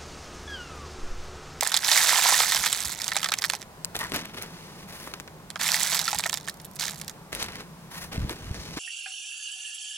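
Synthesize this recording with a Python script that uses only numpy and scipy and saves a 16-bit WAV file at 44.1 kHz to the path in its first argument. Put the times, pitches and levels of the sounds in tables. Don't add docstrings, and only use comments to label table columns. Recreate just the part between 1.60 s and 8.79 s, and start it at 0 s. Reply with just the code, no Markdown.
import sys
import numpy as np
from scipy import signal
from scipy.fft import rfft, irfft, next_fast_len
from scipy.io import wavfile
from scipy.ndimage import uniform_filter1d, minimum_filter1d, map_coordinates

SR = 44100
rng = np.random.default_rng(int(sys.argv[2]) if len(sys.argv) > 2 else 0)


def output_pcm(signal):
    pcm = np.clip(np.atleast_2d(signal).T, -1, 1) * 32767
    wavfile.write(sys.argv[1], SR, np.round(pcm).astype(np.int16))


N = 317079
TIME = np.arange(N) / SR
SIZE = next_fast_len(N + 8192, True)
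HZ = np.fft.rfftfreq(SIZE, 1 / SR)
TOP_HZ = 16050

# (time [s], relative level [dB], brightness [dB per octave])
SEEDS = [(0.009, -21, 7), (0.026, -20, -21), (0.032, -22, 5), (0.065, -23, -7.5), (0.074, -24, 7),
         (0.119, -24, -2.5), (0.142, -15.5, -1), (0.166, -19, 4), (0.172, -18, 4), (0.246, -22.5, -0.5),
         (0.315, -13, 0), (0.376, -18, 1), (0.523, -25, -3), (0.803, -19, -7), (0.921, -19.5, 0),
         (0.947, -22.5, -2), (1.038, -24, -3), (1.061, -19, -1.5), (1.067, -22.5, -2), (1.128, -22, 2),
         (1.418, -29, 3), (1.443, -27, 5), (1.48, -24.5, -0.5), (1.518, -24.5, -6.5), (1.556, -26, -10),
         (1.566, -17.5, -3), (1.63, -24.5, -1), (1.644, -22, -1.5), (1.659, -25, -3.5),
         (1.688, -26.5, -2.5), (1.72, -20, -3.5), (1.739, -22, 1), (1.787, -27.5, 1.5), (1.821, -27, -3),
         (1.84, -20, 1), (1.847, -23, -2.5), (1.854, -28, 4), (1.899, -21, -0.5), (1.935, -25.5, -4.5),
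         (1.951, -31, 1), (2.017, -40.5, -1), (2.027, -42.5, 0), (3.903, -35.5, 1), (3.958, -27.5, -7.5),
         (3.996, -30, -7), (4.013, -26, -4), (4.089, -24, -2), (4.118, -21, 6), (4.143, -20.5, 2),
         (4.232, -20, 11), (4.346, -22.5, 2.5), (4.392, -21, -0.5), (4.479, -23, -5.5), (4.487, -26, -2),
         (4.53, -27, -3.5), (4.547, -26.5, 5), (4.587, -25.5, 6), (4.595, -24, -3), (4.638, -26, -1),
         (4.658, -22, -12), (4.663, -24.5, 7), (4.696, -27, 0), (4.729, -26.5, -2.5), (4.741, -24, 0),
         (4.773, -30, 3), (4.876, -30, -6.5), (4.884, -29.5, -0.5), (4.896, -31, 5), (5.0, -43, 1),
         (5.051, -36, 26), (5.161, -41, 8), (5.197, -27, 3), (5.282, -33, 1.5), (5.333, -41, -15),
         (5.414, -32, 0), (5.48, -32.5, 1), (5.496, -35, -0.5)]
# (start [s], length [s], level [dB])
STRAYS = [(4.92, 0.47, -51)]
# (frequency [Hz], relative density [dB per Hz])
RATTLE = [(200, -59), (420, -21.5), (600, -11.5), (790, -5.5), (1300, -5), (2000, 0.5), (2750, -4.5),
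          (3600, 1), (6000, -1.5), (8000, -6), (10000, -9), (13500, -13), (16000, -20.5)]
# (frequency [Hz], width [Hz], gain over the rattle [dB])
BOTTLE = [(840, 100, -11.5), (980, 38, -12.5), (1305, 86, -8.5), (1810, 200, -14.5), (3560, 100, -10.5),
          (4040, 180, -16), (5000, 170, -13), (7640, 330, -5.5)]
# (frequency [Hz], correlation [0-1])
SEED_ALIKE = [(500, 0.92), (2000, 0.9), (7000, 0.82), (15000, 0.37)]
# (frequency [Hz], left minus right [dB])
SEED_SIDE = [(300, 1), (700, -2.5), (2400, -5), (4400, -4.5), (8000, -10.5), (15000, -7.5)]
THINNING_BUNCH_DB = 0.2


def pouring():
    patter_db, knock_db = stream()
    flow = amp(patter_db + 22)
    clump_db = (1.26 + THINNING_BUNCH_DB * np.clip(1 - flow, 0, 1)) * wobble(55)
    patter = shower(patter_db + clump_db, 140 + 900 * flow, tilt_db=3.5, size_db=3.0, colour_db=2.0)
    knocks = shower(knock_db + clump_db - 3, 90 + 220 * flow, tilt_db=-4.5, size_db=0.5, colour_db=-1.5)
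    stray_db = movements(STRAYS, axis=2, rest_db=-100)
    strays = shower(stray_db, 45, tilt_db=12.5, size_db=4.0, colour_db=7.5)
    loud = hits(SEEDS, gain_db=1.0, bounce_db=-9)
    blows = np.hstack([patter, knocks, strays, loud, companions(SEEDS, count=2)])
    seeds = contacts(*blows, SEED_ALIKE, rise=.0022, t60=.009, ring_t60=.028, ring_share=.11, scatter_db=4.5)
    bottle = causal(amp(along(RATTLE)) * (1 + resonances(BOTTLE)))
    inside = filtered(seeds, bottle) + wall_booms(reach=0.22, t60=0.033)
    side = amp(along(SEED_SIDE) * np.array([[.5], [-.5]]))
    return filtered(inside, side * lead(0, turn=0.45))


# (start [s], swell [s], full flow [s], end [s], patter level [dB],
# waning [dB per s], relative knock level [dB])
POURS = [(0.0, .02, .12, .26, -35, 20, -1.5), (.21, .1, .42, 1.33, -22, 19.5, -1.5),
         (1.33, .07, .2, 2.0, -38, 28, -1), (3.985, .035, .34, 4.89, -27.5, 46, -2),
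         (5.185, .016, .04, 5.46, -31, 108, -3.5)]
KNOCK_WANES = 1.38
SHUT_DB_PER_S = 353


def stream():
    power = np.full((2, N), 1e-10)
    for start, swell, hold, end, db, wane, knock_db in POURS:
        opening = np.clip((TIME - start) / swell, 0, 1)
        waned_db = wane * np.maximum(TIME - start - swell - hold, 0)
        full_db = db - SHUT_DB_PER_S * np.maximum(TIME - end, 0)
        levels_db = [full_db - waned_db, full_db + knock_db - KNOCK_WANES * waned_db]
        power += (opening * amp(levels_db)) ** 2
    return 10 * np.log10(power)


COMPANION_DB, COMPANION_SPREAD_S = -17, .009


def companions(rows, count):
    s, db, _ = np.transpose(rows)
    stray, size, colour = np.clip(rng.standard_normal((len(s), count, 3)), -1.5, 1.5).T
    times = s + COMPANION_SPREAD_S * (stray + .4)
    energy = amp(db + COMPANION_DB + 2.2 * size) ** 2 * SR / 200
    tilt_db = 1.7 + 3 * colour
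    return np.array([times.ravel(), energy.ravel(), tilt_db.ravel()])


# (time [s], relative level [dB], frequency around which it is driven [Hz])
CLUMPS = [(0.024, -20, 1090), (.065, -16, 1750), (.142, -9.5, 3770), (.246, -14, 4250), (.29, -15.5, 1900),
          (.315, -11, 4100), (.529, -8, 1060), (.555, -12.5, 1010), (.585, -10.5, 1020), (.657, -6.5, 1020),
          (.689, -13.5, 836), (.724, -7.5, 990), (.741, -11, 1800), (1.517, -22, 1850), (1.659, -18, 1650),
          (1.718, -17, 1310), (1.935, -20, 950), (3.959, -23, 1180), (4.48, -15.5, 1320), (4.53, -15, 820),
          (4.547, -18.5, 790), (4.657, -16, 1770), (4.884, -22, 1900)]


def wall_booms(reach, t60):
    out, age = np.zeros(N + SR), TIME[:SR // 8]
    hz, _, db = np.transpose(BOTTLE)
    stretches = rng.normal(0, 0.017, (len(CLUMPS), len(hz)))
    for (s, level_db, drive_hz), stretch in zip(CLUMPS, stretches):
        gain = amp(db) * np.exp(-(np.log(hz / drive_hz) / reach) ** 2)
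        modes = np.sin(2 * np.pi * np.outer(hz * (1 + stretch), age))
        ring = gain / gain.sum() @ modes
        envelope = amp(level_db - 60 * age / t60) * (1 - np.exp(-age / 0.00084))
        out[round(s * SR):][:len(age)] += envelope * ring
    return out[:N]


BAND_HZ = np.geomspace(500, 16000, 11)


def contacts(times, energy, tilt_db, alike, rise, t60, ring_t60, ring_share, scatter_db):
    octave = np.clip(np.log2(BAND_HZ / 3900), -1.5, 1.5)
    slope = tilt_db[:, None] * octave
    colour = amp(slope + scatter_db * rng.standard_normal(slope.shape)) ** 2
    weight = np.minimum(BAND_HZ, 4000)
    colour /= np.average(colour, axis=1, weights=weight)[:, None]
    at = np.clip(times * SR, 0, N - 1).astype(int)
    hiss, out = pair(alike), 0
    for hz, share, pick in zip(BAND_HZ, colour.T, np.eye(len(BAND_HZ))):
        slow = (hz / 4000) ** -.45
        blows = fade(np.bincount(at, energy * share, N), rise * slow)
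        ring = np.clip(ring_share * slow, 0, 1)
        power = (1 - ring) * fade(blows, t60 * slow) + ring * fade(blows, ring_t60 * slow)
        band = irfft(hiss * along(np.c_[BAND_HZ, pick]), SIZE)[:, :N]
        out = out + np.sqrt(np.abs(power)) * band
    return out


def hits(rows, gain_db, bounce_db):
    s, db, tilt_db = np.transpose(rows)
    energy = amp(db + gain_db) ** 2 * SR / 200
    flight = rng.uniform(.002, .008, len(s))
    return np.hstack([[s, energy, tilt_db], [s + flight, energy * amp(bounce_db) ** 2, tilt_db]])


def shower(level_db, rate, tilt_db, size_db, colour_db):
    rate = np.broadcast_to(rate, N)
    passed = np.cumsum(rate) / SR
    size, colour, early = np.clip(rng.standard_normal((int(passed[-1]), 3)), -2, 2).T
    at = np.minimum(np.searchsorted(passed, np.arange(len(size)) + early), N - 1)
    energy = unit(amp(size_db * size)) ** 2 * amp(level_db[at]) ** 2 * SR / rate[at]
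    return np.array([at / SR, energy, tilt_db + colour_db * colour])


# (time [s], relative level [dB], brightness [dB per octave])
CRACKLES = [(2.247, -27, 6.5), (2.349, -39, -4), (2.354, -31, -0.5), (2.365, -30, 1.5), (2.391, -28, 10),
            (2.52, -32.5, -2.5), (2.543, -28.5, 2.5), (2.562, -27, 8), (2.655, -36.5, 0), (2.824, -30, 10),
            (3.474, -41, -19), (3.538, -33, -1), (3.6, -37.5, -0.5), (3.677, -42.5, -2.5), (5.729, -33, 0),
            (5.75, -31, 6), (5.828, -27.5, 6), (5.841, -35.5, -3), (5.885, -40, -2.5), (5.956, -37, -0.5),
            (6.695, -31.5, -3.5), (6.709, -40, -10)]
# (start [s], length [s], relative rub level [dB], swish level [dB],
# relative low scuff level [dB], brightness of the swish [dB])
STROKES = [(2.342, 0.012, -37.5, -41, -54, 6), (2.383, 0.039, -36, -43, -58, 4),
           (2.43, 0.13, -44, -52, -65, -2), (2.52, 0.055, -32.5, -43, -38, -3),
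           (2.568, 0.13, -45, -61, -53, 1), (2.728, .11, -40, -51, -45, 5),
           (2.855, 0.38, -49, -55, -53, -2), (3.271, 0.21, -44.5, -48.5, -53.5, 6),
           (3.46, 0.12, -49.5, -60, -56, 2), (5.714, 0.049, -39, -46, -43, -3),
           (5.779, 0.052, -35.5, -41.5, -42, -9), (5.844, 0.091, -43.5, -59, -51, 0),
           (5.935, 0.066, -41.5, -53, -46, -2), (6.03, .27, -61, -66, -63, 2),
           (6.3, 0.065, -44, -46.5, -53, 3), (6.36, 0.078, -43, -43.5, -57, 3.5),
           (6.511, 0.044, -37, -48, -38.5, 0), (6.563, 0.13, -45, -56, -47, -5),
           (6.737, 0.19, -46.5, -55, -51, -5), (6.69, 0.033, -41.5, -49, -38, 2),
           (6.93, .24, -44.5, -50, -46.5, -11), (7.157, .03, -36, -47, -41, -7)]
# (start [s], length [s], level [dB])
SCRAPES = [(2.395, 0.044, -34.5), (6.3, .13, -47.5)]
# (frequency [Hz], width [Hz], relative gain [dB])
HOLLOW = [(990, 220, -1), (1340, 570, -8), (1880, 190, 3), (3550, 150, -10)]
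# (frequency [Hz], relative density [dB per Hz])
CRINKLE = [(100, -17), (300, -1.5), (1000, -2), (2200, -0.5), (4000, -3), (8000, -9), (12500, -12),
           (16000, -22)]
RUB = [(250, -22), (600, -6), (1000, -3), (1400, -3.5), (2000, -2), (3500, -6), (6000, -12), (12000, -46)]
SCUFF = [(80, -5), (200, -4.5), (330, -4.5), (480, -5), (900, -33.5)]
# (frequency [Hz], correlation [0-1])
HAND_ALIKE = [(60, 1), (300, 0.96), (1500, 0.99), (5000, 0.69), (14000, 0.22)]


def rummaging():
    rub_db = movements(STROKES, axis=2, rest_db=-100)
    scuff_db = movements(STROKES, axis=4, rest_db=-100)
    scrape_db = movements(SCRAPES, axis=2, rest_db=-100)
    pressure = np.clip(amp(rub_db + 40.5), 0, 1)
    grains = shower(rub_db - 12.5 + 10 * pressure, 150, tilt_db=-.5, size_db=4.0, colour_db=0.5)
    blows = np.hstack([grains, hits(CRACKLES, gain_db=2.5, bounce_db=-8.0)])
    snaps = contacts(*blows, HAND_ALIKE, rise=.0008, t60=.005, ring_t60=.025, ring_share=.15, scatter_db=3)
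    crackle = filtered(snaps, causal(amp(along(CRINKLE))))
    grip_db = (0.99 + 1.7 * pressure) * wobble(110)
    rub = amp(rub_db - 3 + grip_db) * noise(RUB, HAND_ALIKE)
    swish = amp(grip_db) * sliding()
    scuff = amp(scuff_db - 2.0 + 1.7 * wobble(60)) * noise(SCUFF, HAND_ALIKE)
    hollow = unit(irfft(pair(HAND_ALIKE) * resonances(HOLLOW), SIZE)[:, :N])
    scrape = amp(scrape_db + grip_db) * hollow
    return (crackle + rub + swish + scuff + scrape) * amp([[.3], [-.3]])


# (frequency [Hz], relative density [dB per Hz])
SWISH = [(1500, -33), (4000, 3), (6200, 2.5), (7800, -5.5), (9600, 0), (12500, -4.5), (16000, -9)]
SWISH_PIVOT_HZ = 8800


def sliding():
    start, length, _, db, _, bright_db = np.transpose(STROKES)
    cloth = noise(SWISH, HAND_ALIKE)
    treble = filtered(cloth, 1 - 1 / (1 + (HZ / SWISH_PIVOT_HZ) ** 8))

    def level(row_db):
        return amp(movements(np.c_[start, length, row_db], axis=2, rest_db=-100))

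    return level(db + bright_db / 2) * treble + level(db - bright_db / 2) * (cloth - treble)


STROKE_ATTACK_S, STROKE_RELEASE_DB_PER_S = 0.018, 280


def movements(rows, axis, rest_db):
    power = amp(rest_db) ** 2
    for row in rows:
        age = TIME - row[0]
        attack = np.clip(age / STROKE_ATTACK_S, 0, 1)
        release_db = STROKE_RELEASE_DB_PER_S * np.maximum(age - row[1], 0)
        power = power + (attack * amp(row[axis] - release_db)) ** 2
    return 10 * np.log10(power)


# (time [s], relative level [dB], pitch [Hz])
THUMPS = [(2.518, -31, 258), (2.564, -32, 238), (2.626, -32, 259), (6.58, -13.5, 130), (6.607, -18, 85),
          (6.63, -20, 95), (6.647, -16.5, 108), (6.709, -25, 330), (6.91, -17.5, 103), (7.17, -23, 294)]
# (start [s], length [s], level [dB])
NUDGES = [(.94, 0.068, -47), (1.22, 0.058, -47.5), (2.34, 0.21, -51.5), (3.38, .15, -59),
          (4.52, 0.071, -51), (5.73, 0.16, -49), (6.42, .14, -48), (6.56, 0.097, -32), (6.8, 0.19, -42),
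          (6.95, 0.2, -46)]
# (frequency [Hz], relative density [dB per Hz])
BUMP = [(15, -20), (28, -14), (50, 0), (150, -7), (300, -18), (700, -36), (2000, -66)]


def thumps():
    out = amp(movements(NUDGES, axis=2, rest_db=-80)) * noise(BUMP, HAND_ALIKE)
    for s, db, hz in THUMPS:
        age = np.maximum(TIME - s, 0)
        envelope = amp(db + 5.5 - 60 * age / 0.022) * (1 - np.exp(-age / 0.0016))
        out = out + envelope * np.sin(2 * np.pi * hz * age)
    return out


# (frequency [Hz], relative density [dB per Hz])
AIR = [(15, -50), (25, -15), (170, -8), (277, -15.5), (344, -13), (451, -14.5), (641, -14.5), (695, -15.5),
       (1020, -15), (1330, -20), (2990, -28.5), (4490, -29.5), (5570, -30.5), (11600, -34), (16000, -37)]
DRONE = [(60, -47), (125, -17.5), (155, 1.5), (185, -3), (230, -14), (450, -45)]
# (frequency [Hz], correlation [0-1])
AIR_ALIKE = [(100, 1), (500, 0.89), (1500, 0.61), (5000, 0.053)]
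DRONE_START_DB, DRONE_DB, DRONE_SWELL_S = -63.5, -50.5, 2.9


def outdoors():
    swell_db = np.interp(TIME, [0, DRONE_SWELL_S], [DRONE_START_DB, DRONE_DB])
    air = amp(-48.5 + 0.86 * wobble(3.27)) * noise(AIR, AIR_ALIKE)
    drone = amp(swell_db + 1.3 * wobble(3.9)) * noise(DRONE, AIR_ALIKE)
    return air + drone


def trees(x, t60, wet_db):
    tail = rng.standard_normal((2, SR // 4)) * amp(-60 * TIME[:SR // 4] / t60)
    scatter = signal.fftconvolve(x, tail / np.linalg.norm(tail[0]), axes=1)[:, :N]
    return x + amp(wet_db) * scatter


def lead(seconds, turn):
    phase = 2 * np.pi * HZ * seconds + turn * HZ / (HZ + 40)
    return np.exp(.5j * phase * np.array([[1], [-1]]))


def resonances(modes):
    return sum(amp(db) / (1 + (2 * (HZ - hz) / width) ** 2) for hz, width, db in modes)


def fade(energy, t60):
    keep = np.exp(-np.log(1e6) / (abs(t60) * SR))
    return signal.lfilter([1 - keep], [1, -keep], energy)


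def pair(alike):
    turn = np.arccos(np.clip(along(alike), -1, 1)) / 2
    mid, side = rfft(rng.standard_normal((2, SIZE))) * [np.cos(turn), np.sin(turn)]
    return np.array([mid + side, mid - side])


def noise(spectrum, alike):
    return unit(irfft(pair(alike) * amp(along(spectrum)), SIZE)[:, :N])


def causal(gain):
    shape = unit(gain * np.where(HZ < TOP_HZ, 1, .1))
    cepstrum = irfft(np.log(np.maximum(shape, 1e-6)), SIZE)
    cepstrum[1:SIZE // 2] *= 2
    cepstrum[SIZE // 2 + 1:] = 0
    return np.exp(rfft(cepstrum))


def filtered(x, response):
    return irfft(rfft(x, SIZE) * response, SIZE)[..., :N]


def along(points):
    f, v = np.transpose(points)
    return np.interp(np.log(HZ + 1), np.log(f + 1), v)


def wobble(rate):
    return map_coordinates(rng.standard_normal(int(N * rate / SR) + 4), [TIME * rate])


def amp(db):
    return 10 ** (np.asarray(db) / 20)


def unit(x):
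    return x / np.sqrt(np.mean(x ** 2) + 1e-20)


def scene():
    around = filtered(rummaging() + thumps() + outdoors(), lead(0.0001, turn=0.31))
    return trees(pouring(), t60=.09, wet_db=-19) + around


def record(dry):
    needed = np.minimum(1, .7 / (np.abs(dry).max(axis=0) + 1e-9))
    gain = uniform_filter1d(minimum_filter1d(needed, size=45), size=45)
    return filtered(dry * gain, HZ < TOP_HZ)


dry = scene()
out = record(dry)
output_pcm(out)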